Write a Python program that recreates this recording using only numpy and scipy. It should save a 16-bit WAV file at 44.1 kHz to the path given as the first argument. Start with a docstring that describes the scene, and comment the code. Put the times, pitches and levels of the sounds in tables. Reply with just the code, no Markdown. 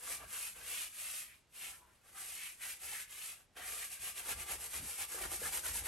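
"""In a quiet studio a wide bristle brush works paint into a stretched canvas: long sweeps, then quick scrubbing.
Bristle tips hiss and the tuft rasps, as flicks and smooth noise shaped by spectra and a gliding resonance.
The cloth rustles through its canvas modes and booms like a slack drum; stiff bristles scuff and the brush bumps it.
Soft echoes, a short tail and still air surround it; a small stereo microphone with resonant ports stands close by."""
import sys
import numpy as np
from scipy import signal
from scipy.fft import rfft, irfft
from scipy.io import wavfile
from scipy.ndimage import uniform_filter1d, map_coordinates

SR = 44100
rng = np.random.default_rng(int(sys.argv[2]) if len(sys.argv) > 2 else 0)


def put_to_file(sound):
    """Save the sound as 16-bit audio at rate SR, in the file named by the first command-line argument."""
    columns = np.atleast_2d(sound).T  # one column per channel
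    safe = np.clip(columns, -1, 1)
    whole_steps = np.round(safe * 32767)
    wavfile.write(sys.argv[1], SR, whole_steps.astype(np.int16))


N = 258867
TIME = np.arange(N) / SR

# long sweeps and the light touches between them; full speed lasts from start to stop:
# (start_s, stop_s, attack_s, release_s, hiss_db, rasp_db, rustle_db, tuft_pitch_hz)
SWEEP_STROKES = [(0.107, 0.143, 0.15, .075, -46.5, -54, -55.5, 2118),
                 (0.206, 0.239, 0.049, 0.059, -63, -62, -58, 2200),
                 (0.346, .47, 0.096, 0.093, -48, -55, -63, 2500),
                 (.56, 0.623, 0.029, 0.097, -60.5, -63.5, -61, 2334),
                 (.705, .82, 0.14, 0.11, -47.5, -52, -62.5, 2606),
                 (1.015, 1.205, 0.14, 0.1, -49, -54.5, -66, 2664),
                 (1.31, 1.345, 0.064, .10, -69.5, -69.5, -86, 2293),
                 (1.554, 1.59, .035, .05, -60.5, -61.5, -76, 2650),
                 (1.625, 1.687, 0.096, 0.13, -52, -58.5, -62, 2570),
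                 (1.828, 1.95, 0.11, .25, -78.5, -80, -74.5, 2106),
                 (2.074, 2.118, 0.065, 0.078, -68, -71.5, -70.5, 2000),
                 (2.193, 2.467, 0.087, 0.14, -52.5, -59.5, -64.5, 2516),
                 (2.629, 2.721, .05, 0.082, -50, -55.5, -64.5, 2200),
                 (2.84, 3.014, 0.062, 0.061, -50.5, -55.5, -63.5, 2165),
                 (3.127, 3.175, 0.074, 0.1, -55.5, -57.5, -73, 2330),
                 (3.225, 3.299, 0.093, 0.099, -51.5, -57, -68.5, 2497),
                 (3.38, 3.41, .05, .075, -71.5, -75, -78, 2650),
                 (3.57, 3.619, 0.019, .10, -59, -55.5, -55.5, 1961),
                 (3.68, 3.845, 0.097, .07, -49, -56, -60, 2302)]
# quick scrubs, each from one turn of the hand to the next:
# (turn_s, fastest_s, hiss_db, rasp_db, rustle_db, dip_at_turn_db, tuft_pitch_hz)
SCRUB_STROKES = [(3.879, 3.932, -50, -56, -67.5, 6, 2380), (3.98, 4.066, -47, -51, -61, 12, 2580),
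                 (4.142, 4.186, -49, -55, -61, 11, 2400), (4.231, 4.312, -43.5, -47, -49, 9, 2328),
                 (4.352, 4.421, -50, -55.5, -59, 11, 2251), (4.451, 4.52, -45, -49.5, -48, 9.5, 2170),
                 (4.575, 4.656, -48.5, -60, -60.5, 11.5, 2153), (4.688, 4.764, -46, -51.5, -56, 9, 2220),
                 (4.815, 4.899, -48.5, -60, -59.5, 8, 2304), (4.964, 5.011, -44.5, -48.5, -55.5, 4, 2430),
                 (5.073, 5.151, -47, -58.5, -56, 12, 2200), (5.176, 5.232, -47, -50.5, -48.5, 3.5, 1920),
                 (5.291, 5.34, -45, -56.5, -54.5, 7.5, 2030), (5.39, 5.469, -43, -51.5, -51.5, 7.5, 2217),
                 (5.505, 5.552, -42, -51, -52, 7.5, 2250), (5.621, 5.67, -44, -50, -51.5, 11, 1930),
                 (5.724, 5.767, -42, -54, -57, 6, 2330), (5.827, 5.879, -44, -49, -50.5, 12, 1900)]


def from_db(db):
    """Decibels to gain."""
    return 10 ** (np.asarray(db) / 20)


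def rms_one(x):
    """Scale to unit power."""
    return x / np.sqrt(np.mean(x ** 2) + 1e-20)


def drift(rate_hz):
    """Smooth random wandering with an rms of 1: low-passed noise, drawn at every 40th sample."""
    r = np.exp(-80 * np.pi * rate_hz / SR)
    noise = rng.standard_normal(N // 40 + 2002)
    slow = signal.lfilter([1], [1, -2 * r, r * r], noise)[2000:]   # skip the filter's start
    return np.interp(np.arange(N) / 40, np.arange(len(slow)), rms_one(slow))


def coloured(x, spectrum):
    """Give a steady noise its spectrum, drawn over log frequency; rms 1."""
    hz, db = np.transpose(spectrum)
    bins_hz = np.maximum(np.fft.rfftfreq(N, 1 / SR), 1)
    gain = from_db(np.interp(np.log(bins_hz), np.log(hz), db))
    return rms_one(irfft(rfft(x) * gain, N))


def resonate(x, hz, width_hz):
    """One resonance with gain 1 on top."""
    r = np.exp(-np.pi * width_hz / SR)
    feedback = [1, -(1 + r * r) * np.cos(2 * np.pi * hz / SR), r * r]
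    return signal.lfilter(np.array([1, 0, -1]) * (1 - r * r) / 2, feedback, x + 1e-18)


def body(x, modes):
    """Resonances side by side."""
    return sum(from_db(db) * resonate(x, hz, width) for hz, width, db in modes)


def friction(flicks_per_s, spread_db, smooth_db):
    """Bristles catch on threads and flick free, in uneven sizes, over a smooth rub."""
    heights = from_db(spread_db * np.minimum(rng.exponential(1, N), 4))
    sizes = heights * rng.choice([-1, 1], N)
    flicks = rms_one(sizes * (rng.random(N) < flicks_per_s / SR))
    return rms_one(flicks + from_db(smooth_db) * rng.standard_normal(N))


def still_air(level_db, side_db):
    """The air of the room is steady noise: a shared part, and a part of its own on each side."""
    # spectrum of the room's air: (frequency_hz, density_db_per_hz)
    air_spectrum = [(20, -7), (55, 4), (120, -2), (300, -8), (1000, -13), (3000, -16), (8000, -23),
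                    (16000, -57)]
    shared = coloured(rng.standard_normal(N), air_spectrum)
    sides = coloured(rng.standard_normal((2, N)), air_spectrum)
    return from_db(level_db) * (shared + from_db(side_db) * sides)


def studio(x, t60_s):
    """A short diffuse tail of fading noise, different on each side."""
    age = TIME[:SR // 2]
    tail = rng.standard_normal((2, len(age))) * from_db(-60 * age / t60_s) * (age > .005)
    tail /= np.sqrt(np.sum(tail ** 2, axis=1, keepdims=True))
    return signal.fftconvolve(x[None], tail, axes=1)[:, :N]


def reflections(x, sway_s):
    """Nearby surfaces echo the brush; the paths change as the arm moves."""
    # early echoes, dealt to left and right in turn: (delay_s, level_db)
    echoes = [(.0019, -5), (.0026, -7.5), (.0058, -8.5), (.0047, -8)]
    out = np.zeros((2, N))
    for k, (delay, db) in enumerate(echoes):
        late = (delay + sway_s * drift(0.766)) * SR
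        out[k % 2] += from_db(db) * map_coordinates(x, [np.arange(N) - late], order=3)
    return out


def boom(modes):
    """Drum modes swing under the rubbing; the hand holds the swing steady."""
    rumble = coloured(rng.standard_normal(N), [(20, -12), (50, 2.0), (200, -4.5), (500, -7.5)])
    swing = rms_one(body(rumble, modes))
    return swing / np.sqrt(uniform_filter1d(swing ** 2, size=2400) + .05)


def drum(drag_gain, follow_s, drag_low_db, drag_high_db):
    """The whole cloth booms softly: it follows the drag sluggishly and swells at each shove."""
    # resonances of the whole cloth, lowest first: (pitch_hz, width_hz, level_db)
    drum_modes = [(54.3, 4.5, 3.5), (72.8, 18.6, -0.5), (98, 35, -20), (171, 64, -13)]
    # the brush leans into the cloth: (centre_s, half_length_s, lowest_mode_db, higher_modes_db)
    shoves = [(.26, .035, -73, -63), (.6, .04, -70, -77), (2.88, .04, -82, -69), (4.031, .03, -72, -64.5),
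              (4.38, 0.047, -69, -56), (4.56, .04, -65, -62), (4.821, .045, -69, -53.5),
              (5.28, 0.051, -54, -64), (5.433, 0.053, -62, -57.5), (5.728, 0.053, -55, -55),
              (5.84, 0.028, -54, -53.5)]
    keep = np.exp(-1 / (follow_s * SR))
    drag = signal.lfilter([1 - keep], [1, -keep], drag_gain)
    low, high = from_db(drag_low_db) * drag, from_db(drag_high_db) * drag
    for s, half, low_db, high_db in shoves:
        swell = np.exp(-.5 * ((TIME - s) / half) ** 2)
        low = np.hypot(low, from_db(low_db) * swell)
        high = np.hypot(high, from_db(high_db) * swell)
    return low * boom(drum_modes[:1]) + high * boom(drum_modes[1:])


def bumps(width_hz):
    """The heel of the tuft lands: a dull, quickly damped tap."""
    # the brush bumps the cloth: (start_s, peak_db, pitch_hz)
    taps = [(.205, -54, 780), (.238, -50.5, 643), (.605, -60, 596.5), (5.145, -44.5, 533),
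            (5.417, -41, 527), (5.757, -45.5, 950)]
    out = np.zeros(N)
    for s, db, hz in taps:
        age = np.maximum(TIME - s, 0)
        swell = np.minimum(np.pi * width_hz * age, 60)
        out += from_db(db) * swell * np.exp(1 - swell) * np.sin(2 * np.pi * hz * age)
    return out


def cloth(ring_db, wander_db, patchy_db):
    """Dragged weave rustles and rings; which mode speaks depends on where the brush is, drawn as drift."""
    # spectrum of the dragged weave: (frequency_hz, density_db_per_hz)
    rustle_spectrum = [(60, -38), (150, -0.5), (300, -1), (500, 1), (1100, 4), (1600, -2), (2700, -23.5),
                       (5000, -48)]
    # resonances of canvas and frame: (pitch_hz, width_hz, level_db)
    canvas_modes = [(365, 28, 1.5), (487, 73, -7.5), (575, 39, -3), (650, 125, -7), (755, 53, 2),
                    (932, 12, -2), (1179, 43, 0.5), (1405, 26, 3.5), (1645, 187, 8), (2080, 34, -2),
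                    (2460, 30, 2), (2685, 11, 26)]
    drag = coloured(friction(flicks_per_s=1200, spread_db=2.5, smooth_db=-4.0), rustle_spectrum)
    rings = sum(body(drag * from_db(wander_db * drift(20.0)), [mode]) for mode in canvas_modes)
    return rms_one(drag + from_db(ring_db) * rings) * from_db(patchy_db * drift(26))


def scuffs(relative_width):
    """Stiff bristles near the ferrule scrape briefly, in a narrower band than the tips."""
    # the heel of the tuft drags for a moment: (centre_s, level_db, pitch_hz, half_length_s)
    heel_drags = [(0.364, -59, 1360, 0.046), (0.791, -50, 2960, 0.035), (1.308, -65, 2150, 0.032),
                  (1.648, -53.5, 2570, 0.036), (1.744, -65, 1500, 0.019), (1.844, -72, 1000, 0.057),
                  (2.182, -61.5, 1340, 0.033), (2.44, -53.5, 2330, 0.056), (2.639, -53.5, 1913, 0.028),
                  (2.977, -55, 1932, 0.054), (3.654, -55.5, 1988, 0.041), (3.828, -52, 2093, .016)]
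    out, rub = np.zeros(N), friction(flicks_per_s=1200, spread_db=5.5, smooth_db=2.5)
    for s, db, hz, half in heel_drags:
        width_hz = relative_width * hz
        scrape = resonate(resonate(rub, hz, width_hz), hz, width_hz)
        out += from_db(db) * rms_one(scrape) * np.exp(-.5 * ((TIME - s) / half) ** 2)
    return out


def tuft_pitch(wander_hz):
    """Each stroke bends the tuft to a pitch of its own; it glides from one to the next."""
    sweep_bends = [((start + stop) / 2, hz) for start, stop, *_, hz in SWEEP_STROKES]
    scrub_bends = [(fastest, hz) for _, fastest, *_, hz in SCRUB_STROKES]
    return np.interp(TIME, *np.transpose(sweep_bends + scrub_bends)) + wander_hz * drift(4)


def tuft(width_hz, ring_db, chatter_db):
    """Broad rasp of the bristle bundle, with a resonance that glides as it bends; clumps stick and slip."""
    # spectrum of the rasp: (frequency_hz, density_db_per_hz)
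    rasp_spectrum = [(500, -23), (1200, -8.5), (1800, -6), (3000, -1.5), (4000, -6.5), (7000, -19)]
    hz = tuft_pitch(wander_hz=44.93)
    r = np.exp(-np.pi * width_hz / SR)
    noise = rng.standard_normal(N) + 1j * rng.standard_normal(N)
    shiver = signal.lfilter([1], [1, -2 * r, r * r], noise)
    # the slow complex noise is shifted up to the gliding pitch
    ring = rms_one(np.real(shiver * np.exp(2j * np.pi * np.cumsum(hz) / SR)))
    scrape = coloured(friction(flicks_per_s=2500, spread_db=3.0, smooth_db=-0.5), rasp_spectrum)
    return rms_one((scrape + from_db(ring_db) * ring) * from_db(chatter_db * drift(78)))


def bristle_tips():
    """Many fine tips flick over the weave so densely that they hiss."""
    # spectrum of the hiss: (frequency_hz, density_db_per_hz)
    hiss_spectrum = [(300, -34), (1200, -7.5), (2500, 0), (3600, -3.5), (5500, -1), (7500, 2), (9000, 4),
                     (11000, 2), (12300, 1), (13200, -13.5), (15500, -20.5)]
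    return coloured(friction(flicks_per_s=9000, spread_db=2.5, smooth_db=0.0), hiss_spectrum)


def sweep_gains():
    """In a long sweep the hand speeds up, holds its pace and slows, while its push on the cloth eases."""
    fade_db, fade_shape = 21.5, 1.3   # drop over one attack or release; it steepens away from full speed
    rustle_sag_db_per_s = 34
    rasp_steepness = 1.03   # the rasp needs more speed than the hiss, and fades sooner
    power = np.zeros((3, N))
    for start, stop, attack, release, hiss_db, rasp_db, rustle_db, _ in SWEEP_STROKES:
        away = np.maximum(start - TIME, 0) / attack + np.maximum(TIME - stop, 0) / release
        pace = from_db(-fade_db * np.minimum(np.abs(away), 10) ** fade_shape)
        push = from_db(-rustle_sag_db_per_s * np.clip(TIME - start, 0, stop - start))
        hiss = from_db(hiss_db) * pace
        rasp = from_db(rasp_db) * pace ** rasp_steepness
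        rustle = from_db(rustle_db) * pace * push
        power += np.square([hiss, rasp, rustle])
    return np.sqrt(power)


def stroke_gains():
    """Hiss, rasp and rustle follow the hand; in a scrub its speed swells and falls to nothing at each turn."""
    last_turn_s = 5.92
    turn, fastest, *levels, dip_db, _ = np.transpose(SCRUB_STROKES)
    moments = np.append(np.column_stack([turn, fastest]), last_turn_s)
    speed = np.abs(np.sin(np.pi / 2 * np.interp(TIME, moments, np.arange(len(moments)))))
    # bent bristles keep sliding through the turn
    slack = from_db(-np.interp(TIME, turn, np.abs(dip_db))) ** 2
    peaks = from_db([np.interp(TIME, fastest, db) for db in levels])
    scrubs = peaks * np.sqrt(slack + (1 - slack) * speed ** 2.54)
    return np.where(TIME < turn[0], sweep_gains(), scrubs)


def scene():
    """The brush on the canvas, its echoes and the still air of the room."""
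    hiss_gain, rasp_gain, rustle_gain = stroke_gains()
    hiss = hiss_gain * bristle_tips()
    rasp = rasp_gain * tuft(width_hz=1010, ring_db=-2.0, chatter_db=0.83)
    rustle = rustle_gain * cloth(ring_db=1.5, wander_db=5.0, patchy_db=1.45)
    grip = from_db(0.75 * drift(45))   # uneven paint makes the bristles catch
    rubbing = grip * (hiss + rasp + rustle + scuffs(relative_width=0.5))
    brush = rubbing + bumps(width_hz=204)
    # drapes and clothes swallow the top of every echo
    soft = signal.sosfilt(signal.butter(6, 8200, fs=SR, output="sos"), brush)
    near = brush + reflections(soft, sway_s=0.000311) + from_db(-7.0) * studio(soft, t60_s=0.15)
    placed = near * from_db([[.15], [-.15]])   # a touch louder on the left
    # boom from plain dragging is set relative to the rustle
    low_boom = drum(rustle_gain, follow_s=0.065, drag_low_db=-12.5, drag_high_db=-11.5)
    return placed + low_boom + still_air(level_db=-74, side_db=-4.5)


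def record(dry):
    """The microphone ports ring in the top treble and turn the phase between the sides; the top is cut."""
    # the left port lags in the treble: (frequency_hz, lag_radians)
    port_lag = [(0, 0), (8800, 0), (10200, 3.1), (11700, 6.2), (12600, 6.4), (13300, 9.2), (14200, 9.6),
                (14800, 12.5)]
    left, right = dry + from_db(9.0) * resonate(dry, hz=10600, width_hz=850)
    lag = np.interp(np.fft.rfftfreq(N, 1 / SR), *np.transpose(port_lag))
    left = irfft(rfft(left) * np.exp(-1j * lag), N)
    top_cut = signal.ellip(10, .1, 70, 15800, fs=SR, output="sos")   # steep low-pass at 15800 Hz
    return signal.sosfilt(top_cut, [left, right])


dry = scene()
out = record(dry)
put_to_file(out)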